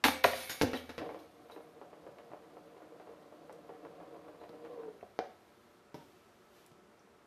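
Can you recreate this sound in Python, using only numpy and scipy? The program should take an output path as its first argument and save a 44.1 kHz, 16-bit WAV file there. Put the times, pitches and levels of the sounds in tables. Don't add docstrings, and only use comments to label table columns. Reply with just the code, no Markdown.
import sys
import numpy as np
from scipy import signal
from scipy.io import wavfile
from scipy.ndimage import uniform_filter1d

SR = 44100
rng = np.random.default_rng(int(sys.argv[2]) if len(sys.argv) > 2 else 0)


def unload_audio(sound):
    columns = np.transpose(np.atleast_2d(sound))
    steps = np.round(np.clip(columns, -1, 1) * 32767)
    wavfile.write(sys.argv[1], SR, steps.astype(np.int16))


N = 320552
T = np.arange(N) / SR
EDGE_HZ = 14080

# (time [s], relative level over 10 ms [dB], tilt [dB/octave],
#         chatter energy re first contact [dB], chatter t60 [s])
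CHAIN_BLOWS = [(.0395, -18, 3, 2.5, 0.031), (.0488, -23.5, 2.5, 3.5, 0.027), (.0522, -20, -0.5, 12, 0.06),
               (.0824, -23.5, -3.5, -2, 0.03)]
TRAY_BLOWS = [(.2385, -38, 7.5, 20, 0.0073), (.2410, -24.5, 4, -11, 0.01), (.2430, -24, 1.5, -8.5, 0.098),
              (.2450, -19, -5.5, 9, 0.034), (.2595, -34.5, -8.5, 1, .05), (.3330, -36, -0.5, 1, 0.029)]
FLOOR_BLOWS = [(.6130, -20.5, 0.5, 0, 0.07), (0.619, -34, 17, 1, 0.063), (0.633, -20.5, -6, -13, 0.051),
               (0.7327, -28, -0.5, 7.5, 0.14), (0.8923, -38.5, 2, 16, 0.14), (.9800, -34.5, 0, 4, 0.15)]
FLAT_BLOWS = [(5.028, -45, -4.5, 1, 0.041), (5.1900, -32, 0.5, -6.5, 0.041)]
THUMP_BLOWS = [(2.085, -57, -6, 5.4, 0.13), (2.305, -55, -3.5, 6, 0.1), (4.493, -51, -2.5, 2.1, 0.026),
               (5.944, -42.5, -1, 4.4, 0.078), (6.716, -59, -0.5, 5.5, 0.034)]
# (frequency [Hz], relative level [dB per Hz])
CHAIN_SPECTRUM = [(120, -34.5), (200, -6.5), (276, 5), (408, -8), (596, -9.5), (742, -1.5), (910, 0),
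                  (1010, -5.5), (1650, -6), (1940, -10.5), (2120, -6.5), (3420, -12.5), (3680, -13),
                  (5790, -27), (6500, -40), (8450, -33), (14300, -120)]
TRAY_SPECTRUM = [(120, -22.5), (200, -23), (334, -7.5), (520, 0.5), (680, 6), (850, -7), (1000, -5),
                 (1120, -6), (1400, -6), (1920, -3), (2100, -7), (2420, -7.5), (2750, -14.5), (3700, -17),
                 (6000, -32), (7800, -55), (14000, -30)]
FLOOR_SPECTRUM = [(29, -69), (50, -21), (109, -8.5), (192, -26.5), (267, 2), (346, -14.5), (504, 1),
                  (581, -9.5), (789, -10), (1070, -15), (2390, -19.5), (5330, -29.5), (8330, -46.5),
                  (11900, -40), (14000, -60)]
FLAT_SPECTRUM = [(60, -22), (150, -16.5), (330, -8), (450, -1), (600, -3.5), (740, -2.5), (1000, -6.5),
                 (1300, -16.5), (1800, -19), (2500, -28.5), (5600, -31.5), (7200, -48), (14000, -63)]
THUMP_SPECTRUM = [(50, -27), (90, -7), (150, -1.5), (310, -6), (380, -8.5), (480, -4), (600, -5),
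                  (750, -14), (910, -6.5), (1020, -18), (2000, -25), (5500, -26), (8000, -43), (14000, -35)]
KNOCK_SPECTRUM = [(60, -8), (150, -21.5), (310, 1), (490, 5.5), (600, 4), (780, -2), (1100, -6.5),
                  (1500, -16.5), (2200, -21.5), (4000, -39), (8000, -57.5)]

# (time [s], relative clinking [dB], settling t60 [s], relative free ringing [dB])
CLATTER = [(0.037, -28.5, 0.3, -38), (0.238, -32.5, 0.12, -46), (0.494, -41, 0.17, -51),
           (.617, -30.5, 0.044, -58), (.750, -52, 0.23, -69), (1.188, -60.5, 0.076, -75),
           (1.51, -63.5, 0.16, -66)]
# (time [s], relative clinking [dB], relative free ringing [dB])
CHAIN_SWAY = [(0.251, -43.5, -53), (.48, -50.5, -42), (.8, -67.5, -71), (1.3, -74, -79), (1.62, -81, -65),
              (1.85, -78.5, -85), (5.8, -78.5, -80)]
# (frequency [Hz], relative level [dB])
CLINK_SPECTRUM = [(700, -2.5), (1600, -4.5), (2300, -5), (3000, -4.5), (3800, -1.5), (5000, -8), (6500, -9),
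                  (7500, -18.5), (9000, -9), (10000, -12), (12000, -9), (13300, -11), (14300, -5)]
# (nominal frequency [Hz], relative level [dB])
LOOSE_LINK_MODES = [(2169, -49), (2245, -65), (2396, -59), (3644, -55), (3790, -62), (4543, -65.5),
                    (6110, -60), (8764, -57.5), (8861, -63), (10207, -66), (10955, -51.5), (11946, -70),
                    (13124, -53), (13170, -56)]
LINK_T60_S = 0.35
# (time [s], amplitude per link [dB], centre frequency [Hz], t60 [s])
LINK_PINGS = [(0.138, -57, 8300, .12), (.400, -69, 7960, 0.12), (0.498, -52, 6670, 0.23),
              (.498, -61, 7200, 0.07), (.752, -54.5, 3750, 0.11), (0.769, -52.5, 3055, 0.11),
              (0.754, -73, 12600, 0.098), (1.515, -62.5, 3870, 0.13), (4.399, -78.5, 3940, 0.39)]

# (frequency [Hz], relative level [dB], t60 [s])
FRAME_MODES = [(80.3, -8.5, 0.65), (242.6, -3, 0.461), (282, -16, 0.2), (522, 0.5, 0.88), (764, -11.5, 1.4),
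               (930, -12, .3), (996, -9, .3), (1292, -20, .55), (1440, -17.5, 0.42), (1841, -7.5, 0.55),
               (2280, -9.5, 2.4), (2245, -11.5, 0.77), (2600, -13, 0.33), (2642, -37, .3), (3680, -6, 0.35),
               (3800, -32, .6)]
# (time [s], gain [dB])
FRAME_KNOCKS = [(0.049, -39.5), (.243, -40.5)]
# (frequency [Hz], relative level [dB], t60 [s])
DISC_BOOM_MODES = [(82, -14, 0.86), (239, -0.5, 0.32), (291, -10, 0.2), (339.5, -0.5, 0.2),
                   (483.4, 6.5, 0.18), (589, -29, .22), (725, -29, 0.25), (800, -20, 0.077)]
# (frequency [Hz], amplitude [dB], t60 [s])
DISC_FLAT_MODES = [(472, -39.5, 0.21), (580, -51, 0.42), (746, -41, 0.36), (2070, -75, 0.22),
                   (2390, -55, .2)]

# (time [s], relative level [dB])
ROLL_LEVEL = [(1.0, -53.5), (1.23, -59.5), (3.74, -56.5), (3.86, -52.5), (4.46, -57), (4.72, -50.5),
              (5.0, -62)]
# (frequency [Hz], relative level [dB per Hz])
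ROLL_SPECTRUM = [(65, -61), (110, -25), (178, -7.5), (215, -27), (306, -1), (395, -17), (478, 5), (526, -8),
                 (588, -3), (647, -9.5), (748, -3), (810, -24.5), (1060, -11.5), (1440, -27), (5000, -38.5),
                 (6500, -87), (11000, -120)]
SKID_DB, SKID_S = 14, 0.23
# (time [s], relative level [dB], tilt [dB/octave])
SEPARATE_KNOCKS = [(1.017, -32, 0), (1.091, -33, 2.5), (1.145, -36, 3.5), (1.498, -41.5, 4),
                   (1.93, -43.5, 2.5), (2.185, -43.5, 5), (2.334, -38.5, .5), (2.766, -45.5, 2),
                   (2.998, -40.5, 3), (3.495, -38, 1.5), (4.437, -42.5, 4.5), (4.649, -42, 5.5)]
TURN_START_S, TURN_S, TURN_COUNT = 1.562, 0.2515, 8
TURN_DB, TURN_FADE_DB_PER_S, TURN_TILT_DB_PER_OCT = -37, -4.5, 1.5
WOBBLE_START_S, WOBBLE_S, WOBBLE_SHARE, WOBBLE_COUNT = 3.692, 0.158, 0.955, 10
WOBBLE_DB, WOBBLE_FADE_DB_PER_S, WOBBLE_TILT_DB_PER_OCT = -37, -8, 0.5
GRIT_PER_S, GRIT_DB, GRIT_SPREAD_DB, GRIT_TILT_DB_PER_OCT = 6.1, -52, 3, 1

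# (time [s], relative level [dB], t60 [s])
LEAN_ROCKS = [(4.698, -45.5, 0.61), (4.774, -45.5, 0.5), (4.879, -35.5, 0.066)]
HUM_HZ, SAG_START_S, SAG_HZ_PER_S = 492, 4.71, 330
HUM_RISE_S, HUM_ROUGH_GAIN = 0.0042, 0.4

# (time [s], level over 10 ms [dB], centre frequency [Hz], half-width at -6.5 dB [octaves])
SMALL_TICKS = [(3.526, -66.5, 7000, 1), (4.834, -60, 1250, 0.55), (5.009, -64, 1695, 0.31),
               (6.663, -65, 8900, 0.97), (6.993, -73, 5700, 0.17)]
# (time [s], relative level [dB])
RUSTLE_LEVEL = [(5.95, -70), (6.13, -73), (6.35, -78), (6.49, -77), (6.57, -68), (6.66, -74), (6.71, -81)]
# (frequency [Hz], relative level [dB per Hz])
RUSTLE_SPECTRUM = [(1000, 2), (3000, 2), (6000, -3), (9000, -9.5), (14000, -3.5)]

# (frequency [Hz], relative level [dB per Hz])
AIR_SPECTRUM = [(15, -55.5), (25, -34), (42, -21), (80, -8), (144, -10.5), (231, -3), (271, -9),
                (353, -2.5), (436, -7), (569, -12.5), (666, -10), (1290, -12), (1780, -17), (3350, -24),
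                (14000, -36.5)]
AIR_RMS_DB = -64.5
# (frequency [Hz], rms level [dB])
FAN_TONES = [(362, -74.5), (396, -86), (465, -77), (582, -76), (718, -79), (1310, -80)]
# (delay [s], relative gain [signed ratio])
NEAR_ECHOES = [(.0068, 1), (.0085, -0.035), (0.0137, -0.63), (0.0213, 0.33)]
# (frequency [Hz], t60 [s])
ROOM_DECAY = [(100, 0.33), (400, 0.47), (1000, 0.418), (3000, 0.46), (7000, 0.36), (14000, 0.19)]


def amp(db):
    return 10 ** (np.asarray(db) / 20)


def unit(x):
    return x / np.sqrt(np.mean(x ** 2) + 1e-20)


def read(points, hz):
    f, value = np.transpose(points)
    return np.interp(np.log(hz + 1), np.log(f + 1), value)


def fade(t, t60):
    return np.exp(-np.log(1000) * t / np.maximum(t60, 1e-3))


def level(s, db):
    return amp(np.interp(T, s, db)) * (T > s[0]) * (T < s[-1])


def add(mix, s, sound):
    part = mix[max(round(s * SR), 0):][:len(sound)]
    part += sound[:len(part)]


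def colour(x, tone, tilt_db=0, lag=0, size=8192):
    hz = np.fft.fftfreq(size, 1 / SR)
    octaves = np.log2(np.clip(abs(hz), 200, 6000) / 1000)
    log_gain = np.log(amp(np.maximum(read(tone, abs(hz)) + tilt_db * octaves, -100)))
    minimum_phase = np.conj(signal.hilbert(log_gain))
    dispersion = 2 * np.pi * lag * 4000 * np.arctan(hz / 4000)
    taps = np.fft.ifft(np.exp(minimum_phase - 1j * dispersion)).real
    return signal.oaconvolve(x, taps[:size // 2])[:len(x)]


def ring(modes):
    t = T[:SR]
    return sum(amp(db) * fade(t, t60) * np.sin(2 * np.pi * hz * t) for hz, db, t60 in modes)


def blow(tone, db, tilt_db, chatter_db, chatter_t60, lag=0):
    t = T[:SR // 4]
    chatter = rng.standard_normal(len(t)) * rng.exponential(1, len(t)) * fade(t, chatter_t60)
    force = amp(chatter_db) * chatter / np.linalg.norm(chatter)
    force[0] += 1
    sound = colour(force, tone, tilt_db, lag)
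    return amp(db) * sound / np.linalg.norm(sound) * np.sqrt(SR / 100)


def blows(rows, tone, lag=0):
    out = np.zeros(N)
    for s, *shape in rows:
        add(out, s, blow(tone, *shape, lag))
    return out


def fuzzy_tone(hz, width_hz):
    noise = rng.standard_normal(N) + 1j * rng.standard_normal(N)
    wander = signal.sosfilt(signal.butter(2, width_hz / 2, fs=SR, output="sos"), noise)
    carrier = np.exp(2j * np.pi * np.cumsum(hz * np.ones(N)) / SR)
    return unit((wander * carrier).real)


def basket():
    chain_hits = amp(-3.5) * blows(CHAIN_BLOWS, CHAIN_SPECTRUM, lag=0.0027)
    tray_hits = blows(TRAY_BLOWS, TRAY_SPECTRUM, lag=0.00195)
    return chain_hits + tray_hits + clatter() + pings()


def clatter(clinks_per_s=1000, rise_s=0.0014, clink_t60_s=0.074, detune=0.00059, count=28):
    sway_s, sway_clink_db, sway_ring_db = np.transpose(CHAIN_SWAY)
    clinking = level(sway_s, sway_clink_db)
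    ringing = level(sway_s, sway_ring_db)
    for s, clink_db, t60, ring_db in CLATTER:
        swell = (1 - np.exp(-T[:SR] / rise_s)) * fade(T[:SR], t60)
        add(clinking, s, amp(clink_db) * swell)
        add(ringing, s, amp(ring_db) * swell)

    t, clinks, rings = T[:SR // 3], np.zeros(N), np.zeros(N)
    for _ in range(count):
        at = rng.integers(0, N, round(clinks_per_s / count * N / SR))
        strength = rng.choice([-1, 1], len(at)) * rng.uniform(0.37, 1.69, len(at))
        hits = np.zeros(N)
        hits[at] = strength * np.sqrt(SR / clinks_per_s)

        pinched_hz = rng.uniform(1169, EDGE_HZ, size=(16, 1))
        pinched = np.sin(2 * np.pi * pinched_hz * t).sum(0) * fade(t, clink_t60_s)
        pinched[0] += 22
        pinched = colour(pinched, CLINK_SPECTRUM)

        loose = np.zeros(len(t))
        for hz, db in LOOSE_LINK_MODES:
            link_hz = hz * (1 + detune * rng.standard_normal())
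            loose += amp(db) * np.sin(2 * np.pi * link_hz * t)
        loose *= fade(t, LINK_T60_S)

        clinks += signal.oaconvolve(hits * clinking, pinched / np.linalg.norm(pinched))[:N]
        rings += signal.oaconvolve(hits * ringing, loose / np.linalg.norm(loose))[:N]
    return amp(-0.5) * clinks + amp(-11) * rings


def pings(spread=0.042, count=6):
    out = np.zeros(N)
    for s, db, hz, t60 in LINK_PINGS:
        for z, late_s in zip(rng.standard_normal(count), rng.exponential(0.0026, count)):
            add(out, s + late_s, ring([(hz * (1 + spread * z), db, t60)]))
    return out


def bounces():
    hops = amp(-4) * blows(FLOOR_BLOWS, FLOOR_SPECTRUM, lag=0.000995)
    slaps = blows(FLAT_BLOWS, FLAT_SPECTRUM, lag=0.00034)
    return hops + slaps


def resonances(boom_db=-16):
    out, frame, boom = np.zeros(N), ring(FRAME_MODES), ring(DISC_BOOM_MODES)
    for s, db in FRAME_KNOCKS:
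        add(out, s, amp(db) * frame)
    for s, db, *_ in FLOOR_BLOWS:
        add(out, s, amp(db + boom_db) * boom)
    add(out, FLAT_BLOWS[-1][0], ring(DISC_FLAT_MODES))
    return out


def rolling(grain_db=3, knock_db=-8):
    grain = amp(grain_db * unit(uniform_filter1d(rng.standard_normal(N), 250)))
    skid = amp(SKID_DB * np.clip(1 - (T - ROLL_LEVEL[0][0]) / SKID_S, 0, 1))
    rumble = unit(colour(rng.standard_normal(N) * grain, ROLL_SPECTRUM, tilt_db=-0.23))
    out = amp(-2) * rumble * level(*np.transpose(ROLL_LEVEL)) * skid
    for s, db, tilt_db in [*SEPARATE_KNOCKS, *rim_knocks()]:
        add(out, s, blow(KNOCK_SPECTRUM, db + knock_db, tilt_db, chatter_db=4, chatter_t60=0.13, lag=0.001))
    return out


def rim_knocks():
    turns_s = TURN_S * np.arange(TURN_COUNT)
    swings_s = WOBBLE_S * (1 - WOBBLE_SHARE ** np.arange(WOBBLE_COUNT)) / (1 - WOBBLE_SHARE)
    start_s = ROLL_LEVEL[0][0]
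    length_s = LEAN_ROCKS[-1][0] - start_s
    knocks = []
    for s in turns_s:
        knocks.append((TURN_START_S + s, TURN_DB + TURN_FADE_DB_PER_S * s, TURN_TILT_DB_PER_OCT))
    for s in swings_s:
        knocks.append((WOBBLE_START_S + s, WOBBLE_DB + WOBBLE_FADE_DB_PER_S * s, WOBBLE_TILT_DB_PER_OCT))
    for place, size in rng.random((round(GRIT_PER_S * length_s), 2)):
        grit_db = GRIT_DB + GRIT_SPREAD_DB * (2 * size - 1)
        knocks.append((start_s + length_s * place, grit_db, GRIT_TILT_DB_PER_OCT))
    return knocks


def leaning(overtone_db=-17):
    sag_s = np.clip(T, SAG_START_S, FLAT_BLOWS[0][0]) - SAG_START_S
    pitch_hz = HUM_HZ - SAG_HZ_PER_S * sag_s
    pressure = np.zeros(N)
    for s, db, t60 in LEAN_ROCKS:
        add(pressure, s, amp(db) * (1 - np.exp(-T[:SR] / HUM_RISE_S)) * fade(T[:SR], t60))
    hum = unit(np.sin(2 * np.pi * np.cumsum(pitch_hz) / SR))
    hum += HUM_ROUGH_GAIN * fuzzy_tone(pitch_hz, width_hz=130)
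    overtone = amp(overtone_db) * fuzzy_tone(2.13 * pitch_hz, width_hz=125)
    return pressure * (hum + overtone)


def handling():
    out = amp(0.5) * blows(THUMP_BLOWS, THUMP_SPECTRUM)
    rustle = unit(colour(rng.standard_normal(N), RUSTLE_SPECTRUM))
    out += amp(1) * rustle * level(*np.transpose(RUSTLE_LEVEL))
    for s, db, hz, width_oct in SMALL_TICKS:
        band = [(hz * 4 ** (k * width_oct), -13 * k ** 2) for k in range(-2, 3)]
        add(out, s, blow(band, db, 0, chatter_db=14, chatter_t60=0.022))
    return out


def ventilation():
    air = amp(AIR_RMS_DB) * unit(colour(rng.standard_normal(N), AIR_SPECTRUM))
    fan = sum(amp(db) * fuzzy_tone(hz, width_hz=17) for hz, db in FAN_TONES)
    return air + fan


def room(x, echo_db, tail_db, onset_s=0.0013, lowest_hz=75):
    hz, t, z = signal.stft(rng.standard_normal(SR), SR, nperseg=256)
    decaying = z * fade(t, read(ROOM_DECAY, hz)[:, None])
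    tail = signal.istft(decaying, SR, nperseg=256)[1][:SR]
    tail *= 1 - np.exp(-(T[:SR] / onset_s) ** 2)
    response = amp(tail_db) * tail / np.linalg.norm(tail)
    response[0] += 1
    dull = fade(T[:128], 0.001)
    for s, gain in NEAR_ECHOES:
        add(response, s, amp(echo_db) * gain * dull / dull.sum())
    high_pass = signal.butter(3, lowest_hz, "high", fs=SR, output="sos")
    return signal.sosfilt(high_pass, signal.oaconvolve(x, response)[:N])


def scene():
    mix = room(basket(), echo_db=-20.5, tail_db=-10.5)
    mix += room(bounces() + rolling(), echo_db=-7.5, tail_db=-7)
    mix += resonances() + leaning()
    mix += room(handling(), echo_db=-19, tail_db=-4.5)
    mix += ventilation()
    return mix[None]


def record(dry):
    low_pass = signal.firwin(301, EDGE_HZ, window=("kaiser", 8), fs=SR)
    return signal.oaconvolve(dry, low_pass[None], "same")


dry = scene()
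out = record(dry)
unload_audio(out)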